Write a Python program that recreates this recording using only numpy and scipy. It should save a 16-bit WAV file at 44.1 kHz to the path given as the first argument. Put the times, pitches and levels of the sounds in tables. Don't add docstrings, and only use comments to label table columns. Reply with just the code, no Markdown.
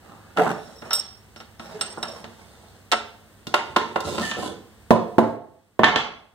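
import sys
import numpy as np
from scipy import signal
from scipy.fft import rfft, irfft
from scipy.io import wavfile
from scipy.ndimage import uniform_filter1d

SR = 44100
rng = np.random.default_rng(int(sys.argv[2]) if len(sys.argv) > 2 else 0)


def store_pcm(level_fs):
    pcm = np.round(np.clip(level_fs, -1, 1) * 32767).astype(np.int16)
    wavfile.write(sys.argv[1], SR, np.atleast_2d(pcm).T)


N = 279594
TIME = np.arange(N) / SR
HZ = np.fft.rfftfreq(4096, 1 / SR)
SIDES = np.array([[.5], [-.5]])


def amp(db):
    return 10 ** (np.asarray(db) / 20)


def evened(x):
    return x / np.sqrt(np.mean(x ** 2) + 1e-20)


def blow_level(x):
    return x / np.sqrt(np.mean(x[:, :SR // 40] ** 2))


def read(points, hz):
    f, value = np.transpose(points)
    return np.interp(np.log(hz + 1), np.log(f + 1), value)


def add(mix, s, sound):
    part = mix[:, max(round(s * SR), 0):][:, :sound.shape[1]]
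    part += sound[:, :part.shape[1]]


def lumps(length, size):
    chance = rng.standard_normal(max(length, 20 * size))
    smooth = uniform_filter1d(chance, size, mode="wrap")
    smooth = uniform_filter1d(smooth, size, mode="wrap")
    return evened(smooth)[:length]


def colour(x, db):
    log_gain = np.log(amp(np.maximum(db - db.max(), -90)))
    circle = np.r_[log_gain, log_gain[-2:0:-1]]
    taps = np.fft.ifft(np.exp(np.conj(signal.hilbert(circle)))).real
    return signal.oaconvolve(x, taps[None], axes=1)[:, :x.shape[1]]


def whitened(x, size=9):
    z = rfft(x)
    power = uniform_filter1d(abs(z) ** 2, size, axis=1)
    return irfft(z / np.sqrt(power + 1e-12), x.shape[1])


# pitch_hz, likeness
PORT_LIKENESS = [(900, 0.67), (1700, 0.71), (2400, -1.004), (3600, 0.78), (5000, -0.52), (12000, 1)]


def ports(pair):
    size = pair.shape[1]
    same = np.clip(read(PORT_LIKENESS, np.fft.rfftfreq(size, 1 / SR)), -.98, .98)
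    mid, side = rfft(pair) * np.sqrt([(1 + same) / 2, (1 - same) / 2])
    return irfft([mid + side, mid - side], size)


def ring(modes, t, upper_db=0):
    out = 0
    for hz, db, t60 in modes:
        port_shift = SIDES * np.arccos(np.clip(read(PORT_LIKENESS, hz), -1, 1))
        phase = 2 * np.pi * rng.random() + port_shift
        level_db = db + upper_db * (7000 < hz < 9000)
        out = out + amp(level_db - 60 * t / t60) * np.sin(2 * np.pi * hz * t + phase)
    return out


def resonances(modes, height_db):
    top = max(db for _, db, _ in modes)
    bumps = [np.sqrt(amp(db - top)) / (1 + ((HZ - hz) / (8 + .018 * hz)) ** 2) for hz, db, _ in modes]
    return height_db * np.max(bumps, axis=0)


# pitch_hz, t60_s
ROOM_T60 = [(100, 0.66), (3500, 0.46), (6000, 0.44), (14000, 0.043)]
ECHO_S, ECHO_SPREAD_S, ECHO_DB = 0.0511, 0.0043, 3


def room(x, build_s=0.0027):
    age = TIME[:SR]
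    hz, t, z = signal.stft(whitened(rng.standard_normal((2, SR))), SR, nperseg=256)
    decay = amp(-60 * t / read(ROOM_T60, hz)[:, None])
    tail = signal.istft(z * decay, SR, nperseg=256)[1][:, :SR]
    echo = amp(ECHO_DB * np.exp(-((age - ECHO_S) / ECHO_SPREAD_S) ** 2))
    tail = ports(whitened(tail, size=80)) * (1 - np.exp(-(age / build_s) ** 2)) * echo
    tail = tail[:, :SR * 3 // 4]
    return signal.oaconvolve(x[1:], tail / np.linalg.norm(tail[0]), axes=1)[:, :N]


def push(start, length, rise_s, sag_db_per_s, release_t60):
    age = TIME - start
    slide_db = -sag_db_per_s * np.clip(age, 0, length)
    release_db = -60 * np.clip((age - length) / release_t60, 0, 2)
    return np.clip(age / rise_s, 0, 1) * amp(slide_db + release_db)


def patchy(x, depth_db):
    z = signal.stft(x, nperseg=1024)[2]
    patches = uniform_filter1d(rng.standard_normal(z.shape[1:]), size=4, axis=0)
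    patches = evened(uniform_filter1d(patches, size=7, axis=1))
    return evened(signal.istft(z * amp(depth_db * patches), nperseg=1024)[1][:, :N])


def drifting(x, wander=.022):
    place = np.cumsum(1 + wander * lumps(N, size=900)) % (N - 1)
    return np.array([np.interp(place, np.arange(N), side) for side in x])


# (per Hz, relative)
GRIT_COLOUR = [(1400, -20), (2200, 5), (3800, 8.5), (5200, 3.5), (8300, 1), (15500, -23.5)]


def rubbed(strokes, body, modes, rise_s=0.031, sag_db_per_s=-5.0, release_t60=0.18, slips_per_s=600,
           spread_db=6, smooth=0.82, peaks_db=12, room_db=-5, clump_db=2.2):
    _, _, pressure_db, grit_db = np.transpose(strokes)
    pushes = np.array([push(start, length, rise_s, sag_db_per_s, release_t60)
                       for start, length, _, _ in strokes])
    slip_sizes = amp(spread_db * np.minimum(rng.exponential(1, N), 2))
    slips = (rng.random(N) < slips_per_s / SR) * slip_sizes
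    signed_slips = evened(slips * rng.choice([-1, 1], (2, N)))
    drive = ports(signed_slips + smooth * rng.standard_normal((2, N)))
    drive = patchy(drive, depth_db=3.5)
    peaks = resonances(modes, peaks_db)
    shake = drifting(colour(drive, read(body, HZ) + peaks)) * amp(clump_db * lumps(N, size=350))
    hiss = colour(drive, read(GRIT_COLOUR, HZ) + peaks / 2)
    out = np.zeros((2, N))
    for layer, db in [(shake, pressure_db), (hiss, grit_db)]:
        out += evened(layer) * np.max(amp(db)[:, None] * pushes, axis=0)
    return out + amp(room_db) * room(out)


def struck(blows, body, modes, body_t60, crack_t60, rise_s, rattle_db, peaks_db, ring_db, room_db,
           bass_hz=350, treble_hz=2500):
    near, rings, t = np.zeros((2, N)), np.zeros((2, N)), TIME[:SR]
    age = TIME[:2 * len(HZ)]
    split = signal.butter(2, treble_hz, fs=SR)
    for s, db, bass_db, treble_db in blows:
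        chatter = amp(-rattle_db * abs(lumps(len(age), size=80))) * (1 - np.exp(-age / rise_s))
        noise = rng.standard_normal((2, len(age))) * chatter
        thud = whitened(noise * amp(-60 * age / body_t60), size=17)
        crack = whitened(noise * amp(-60 * age / crack_t60), size=17)
        burst = ports(crack + signal.lfilter(*split, thud - crack))[:, :len(HZ)]
        burst = np.pad(burst, ((0, 0), (0, SR - len(HZ))))
        touch = bass_db / (1 + (HZ / bass_hz) ** 4) + treble_db / (1 + (treble_hz / (HZ + 1)) ** 4)
        burst = colour(burst, read(body, HZ) + resonances(modes, peaks_db) + touch)
        tones = colour(ring(modes, t) * (1 - np.exp(-t / rise_s)), touch)
        add(near, s, amp(db) * blow_level(burst))
        add(rings, s, amp(db + ring_db) * blow_level(tones))
    return near + rings + amp(room_db) * room(near)


# (per Hz, relative)
AIR_COLOUR = [(20, -35.5), (66, -4), (156, -12.5), (1550, -23.5), (2600, -26.5), (7400, -34), (8600, -28.5),
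              (9800, -40), (15500, -40)]
# pitch_hz, level_db
HUM_TONES = [(100, -58.5), (215, -62.5)]
SINK_AT_S, SINK_S, SINK_DB = 5.3, 0.091, 10.5


def background(air_db=-53, flutter=0.19):
    air = evened(colour(ports(rng.standard_normal((2, N))), read(AIR_COLOUR, HZ)))
    hum = sum(amp(db) * np.sin(2 * np.pi * hz * TIME + flutter * lumps(N, size=5000))
              for hz, db in HUM_TONES)
    sunk = np.clip((TIME - SINK_AT_S) / SINK_S, 0, 1)
    return (amp(air_db) * air + hum) * amp(SIDES * 2.2 - SINK_DB * sunk)


# pitch_hz, level_db, t60_s
IRON_MODES = [(226, -12, .5), (345, -6, .25), (441, -4, .22), (590, -4, .24), (745, -3, .15), (942, -3, .1),
              (1324, 8, .15), (1420, 5, .18), (2789, 0, .085), (3640, -8, .12)]
# (per Hz, relative)
RASP_COLOUR = [(50, -36), (170, 1.5), (270, -6.5), (700, -2.5), (1300, -9), (1800, -13), (2700, -22.5),
               (5000, -43.5)]
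# start_s, length_s, pressure_db, hiss_db
FINGER_RUBS = [(0, 0.73, -50.5, -66), (.5, 0.25, -52, -56), (.82, 0.069, -41.5, -57),
               (1.6, 0.35, -44.5, -54), (2.0, 0.2, -44, -53.5), (2.26, 0.5, -55.5, -60.5)]


def finger_rubs():
    return rubbed(FINGER_RUBS, RASP_COLOUR, IRON_MODES, sag_db_per_s=5.5, release_t60=0.35,
                  slips_per_s=530, spread_db=2.5, smooth=0.85, peaks_db=2.5, room_db=-3.5)


# start_s, length_s, pressure_db, hiss_db
PIECE_WRENCH = [(.361, 0.15, -21, -38.5)]


def piece_wrench():
    return rubbed(PIECE_WRENCH, RASP_COLOUR, IRON_MODES, rise_s=0.018, sag_db_per_s=40.5,
                  release_t60=0.11, slips_per_s=300, spread_db=6, smooth=0.45, peaks_db=7, room_db=-7.0)


# peak_s, length_s, pitch_hz, level_db
SQUEAKS = [(0.406, .06, 440, -22.5), (1.762, 0.061, 426.4, -39), (4.208, 0.05, 214.6, -30)]


def squeaks(waver=0.0063, room_db=-6):
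    out = np.zeros((2, N))
    for s, length, hz, db in SQUEAKS:
        size = int(length * SR)
        pitch_hz = hz * (1 + waver * lumps(size, size=150))
        tone = np.sin(2 * np.pi * np.cumsum(pitch_hz) / SR) * np.hanning(size)
        add(out, s - length / 2, amp(db) * evened(np.array([tone, tone])))
    return out + amp(room_db) * room(out)


# pitch_hz, level_db, t60_s
SAW_MODES = [(3795, -10, .14), (5444, 0, .46), (5452, -8, .4), (8175, -2, .42), (8204, -9, .34),
             (11355, -20, .22), (15280, -20, .25)]
# start_s, length_s, level_db
RIM_RUBS = [(0.497, 0.4, -57), (1.362, 0.06, -53.5), (1.584, 0.14, -54.5), (2.083, 0.11, -49.5)]


def rim(damp_s=0.0084, flutter_db=4):
    t = TIME[:len(HZ)]
    damped_ring = ring(SAW_MODES, t, upper_db=-7) * np.exp(-t / damp_s)
    shimmer = signal.oaconvolve(rng.standard_normal((2, N)), damped_ring, axes=1)[:, :N]
    pressure = sum(amp(db) * push(start, length, damp_s, 0, SAW_MODES[0][2])
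                   for start, length, db in RIM_RUBS)
    return evened(shimmer * amp(flutter_db * lumps(N, size=300))) * pressure


# start_s, strength_db, extra_8khz_db, free_s (until a finger damps it)
SAW_PINGS = [(0.907, -30.5, -14, 0.086), (0.932, -20, -5, 0.044), (1.811, -26.5, 10.5, 0.014),
             (2.028, -30.5, -2.5, 0.011), (2.917, -35, 5, 0.075)]
FIRM_DB, DULLING = -19, 0.83


def saw(damped_db=-18, damp_s=0.0046, flutter_db=6, room_db=-13):
    out, t = rim(), TIME[:SR]
    for s, db, upper_db, free_s in SAW_PINGS:
        tilt_db = DULLING * (db - FIRM_DB)
        modes = [(hz, level + tilt_db * np.log2(hz / SAW_MODES[0][0]), t60) for hz, level, t60 in SAW_MODES]
        creeping = np.minimum(t / free_s, 1)
        gripping = 1 - np.exp(-np.maximum(t - free_s, 0) / damp_s)
        touch = (creeping + gripping) / 2
        held = amp(touch * (damped_db + flutter_db * lumps(SR, size=400)))
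        add(out, s, amp(db) * blow_level(ring(modes, t, upper_db) * held))
    return (out + amp(room_db) * room(out)) * amp(SIDES * -3)


# (per Hz, relative)
TABLE_COLOUR = [(60, -32.5), (300, -13.5), (700, 3), (1400, -1), (3800, -8), (8000, -23.5), (15500, -49.5)]
# start_s, strength_db, extra_bass_db, extra_treble_db
PIECE_TAPS = [(.3722, -25.5, -12, -9), (.3935, -25, 5, -26), (.4645, -25.5, 17, -30), (.821, -40.5, 23, -6),
              (.909, -31, -10, -0.5), (.9302, -30, 7, 21), (1.361, -46, 19, 9), (1.402, -43.5, 19, 5.5),
              (1.596, -39, 23, 0.5), (1.811, -29.5, 0, 13.5), (1.974, -35.5, 17.5, -56), (2.029, -32, 7, 3),
              (2.242, -39.5, 23.5, 2)]


def piece_taps():
    return struck(PIECE_TAPS, TABLE_COLOUR, IRON_MODES, body_t60=0.1, crack_t60=0.046, rise_s=0.000067,
                  rattle_db=4.5, peaks_db=5.0, ring_db=-3.5, room_db=-5.5)


# start_s, strength_db, extra_bass_db, extra_treble_db
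TABLE_DROPS = [(2.9158, -20, -9, 12), (2.9268, -17.5, 6, -2.5)]


def table_drops():
    return struck(TABLE_DROPS, TABLE_COLOUR, IRON_MODES, body_t60=0.049, crack_t60=0.033, rise_s=0.0017,
                  rattle_db=10.5, peaks_db=7, ring_db=-9, room_db=-10)


# pitch_hz, level_db, t60_s
HANDLE_MODES = [(1048, 8.7, 0.1)]
VISE_MODES = IRON_MODES + HANDLE_MODES
# (per Hz, relative)
VISE_COLOUR = [(60, -23), (300, -4.5), (950, 2.5), (1450, -6), (2100, -6), (4500, -13.5), (15500, -44)]
# start_s, strength_db, extra_bass_db, extra_treble_db
VISE_CLACKS = [(3.469, -34.5, 29, 19.5), (3.5402, -16.5, -8, 2), (3.7615, -16.5, 4.5, 1),
               (3.9582, -21, 4, -8.5), (4.004, -39.5, -4, 42), (4.180, -27.5, 19, 4), (4.196, -36, 15, 17)]


def vise_clacks():
    return struck(VISE_CLACKS, VISE_COLOUR, VISE_MODES, body_t60=.052, crack_t60=.035, rise_s=0.00084,
                  rattle_db=5.5, peaks_db=11, ring_db=-5.5, room_db=-5.0)


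# (per Hz, relative)
SLIDE_COLOUR = [(40, -38), (90, 0), (350, 5.5), (1100, -7), (2500, -24.5), (5000, -45)]
# start_s, length_s,
# pressure_db, hiss_db
VISE_RUBS = [(3.47, 0.65, -49.5, -61), (4.03, 0.16, -32.5, -39.5), (4.19, 0.022, -22.5, -34.5),
             (4.36, 0.11, -29, -39.5)]


def vise_rubs():
    return rubbed(VISE_RUBS, SLIDE_COLOUR, VISE_MODES)


# pitch_hz, level_db, t60_s
SLAT_MODES = [(727, -8, .3), (1345, -9, .35), (1781, 3, .16), (3040, -11, .35), (3240, -9, .22)]
# (per Hz, relative)
SLAT_COLOUR = [(70, -19.5), (400, -1), (1000, 7), (1800, 0), (3500, -5), (5100, -21.5), (6400, -22),
               (15000, -68.5)]
# start_s, length_s, pressure_db, hiss_db
SLAT_RUBS = [(4.2, 0.11, -35.5, -36.5)]


def slat_rubs():
    return rubbed(SLAT_RUBS, SLAT_COLOUR, SLAT_MODES[2:], peaks_db=27.5)


# pitch_hz, level_db, t60_s
BENCH_MODES = [(113, -14, .42), (228, 0, .35), (349, -8, .28), (440, -10, .3), (635, -2, .25),
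               (1001, -5, .26)]
# (per Hz, relative)
BENCH_COLOUR = [(30, -47), (110, -16), (240, -5), (630, -4), (1100, -9.5), (1600, -22.5), (15000, -57.5)]
# start_s, strength_db, extra_bass_db, extra_treble_db
BENCH_BUMPS = [(4.9065, -10, 0.45, 3), (4.914, -24.5, 5, -2), (5.1828, -11, 1.7, -1),
               (5.7925, -17.5, 2.4, -2.5)]


def bench_bumps():
    return struck(BENCH_BUMPS, BENCH_COLOUR, BENCH_MODES, body_t60=0.039, crack_t60=0.045, rise_s=0.0001,
                  rattle_db=1.5, peaks_db=4.5, ring_db=-4, room_db=-5.0, treble_hz=1750)


# start_s, strength_db, extra_bass_db, extra_treble_db
SLAT_CLATTER = [(4.3132, -30, -9, 13), (5.793, -29, 5, -9), (5.8335, -13.5, 5, -8.5), (5.8415, -17, 7, 8.5),
                (5.884, -25.5, 2, -3.5), (5.9588, -20, 13, 10.5)]


def slat_clatter():
    return struck(SLAT_CLATTER, SLAT_COLOUR, SLAT_MODES, body_t60=0.026, crack_t60=0.016, rise_s=0.00084,
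                  rattle_db=5, peaks_db=1.5, ring_db=-5, room_db=-2.0)


# pitch_hz, left_minus_right_db
PORT_BALANCE = [(900, -3.5), (1600, -0.5), (3400, -2), (7000, -1.5), (12000, -12.5)]


def scene():
    mix = background() + finger_rubs() + piece_wrench() + squeaks() + saw()
    mix += piece_taps() + table_drops()
    mix += vise_clacks() + vise_rubs()
    mix += slat_rubs() + bench_bumps() + slat_clatter()
    balance_db = SIDES * read(PORT_BALANCE, np.fft.rfftfreq(2 * N, 1 / SR))
    return irfft(rfft(mix, 2 * N) * amp(balance_db))[:, :N]


def record(dry, low_cut_hz=38, edge_hz=15900):
    low_cut = signal.butter(2, low_cut_hz, "highpass", fs=SR, output="sos")
    heard = np.clip(signal.sosfilt(low_cut, dry), -1, 1)
    band_limit = signal.firwin(255, edge_hz, window=("kaiser", 8), fs=SR)
    return signal.oaconvolve(heard, band_limit[None], "same")


dry = scene()
out = record(dry)
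store_pcm(out)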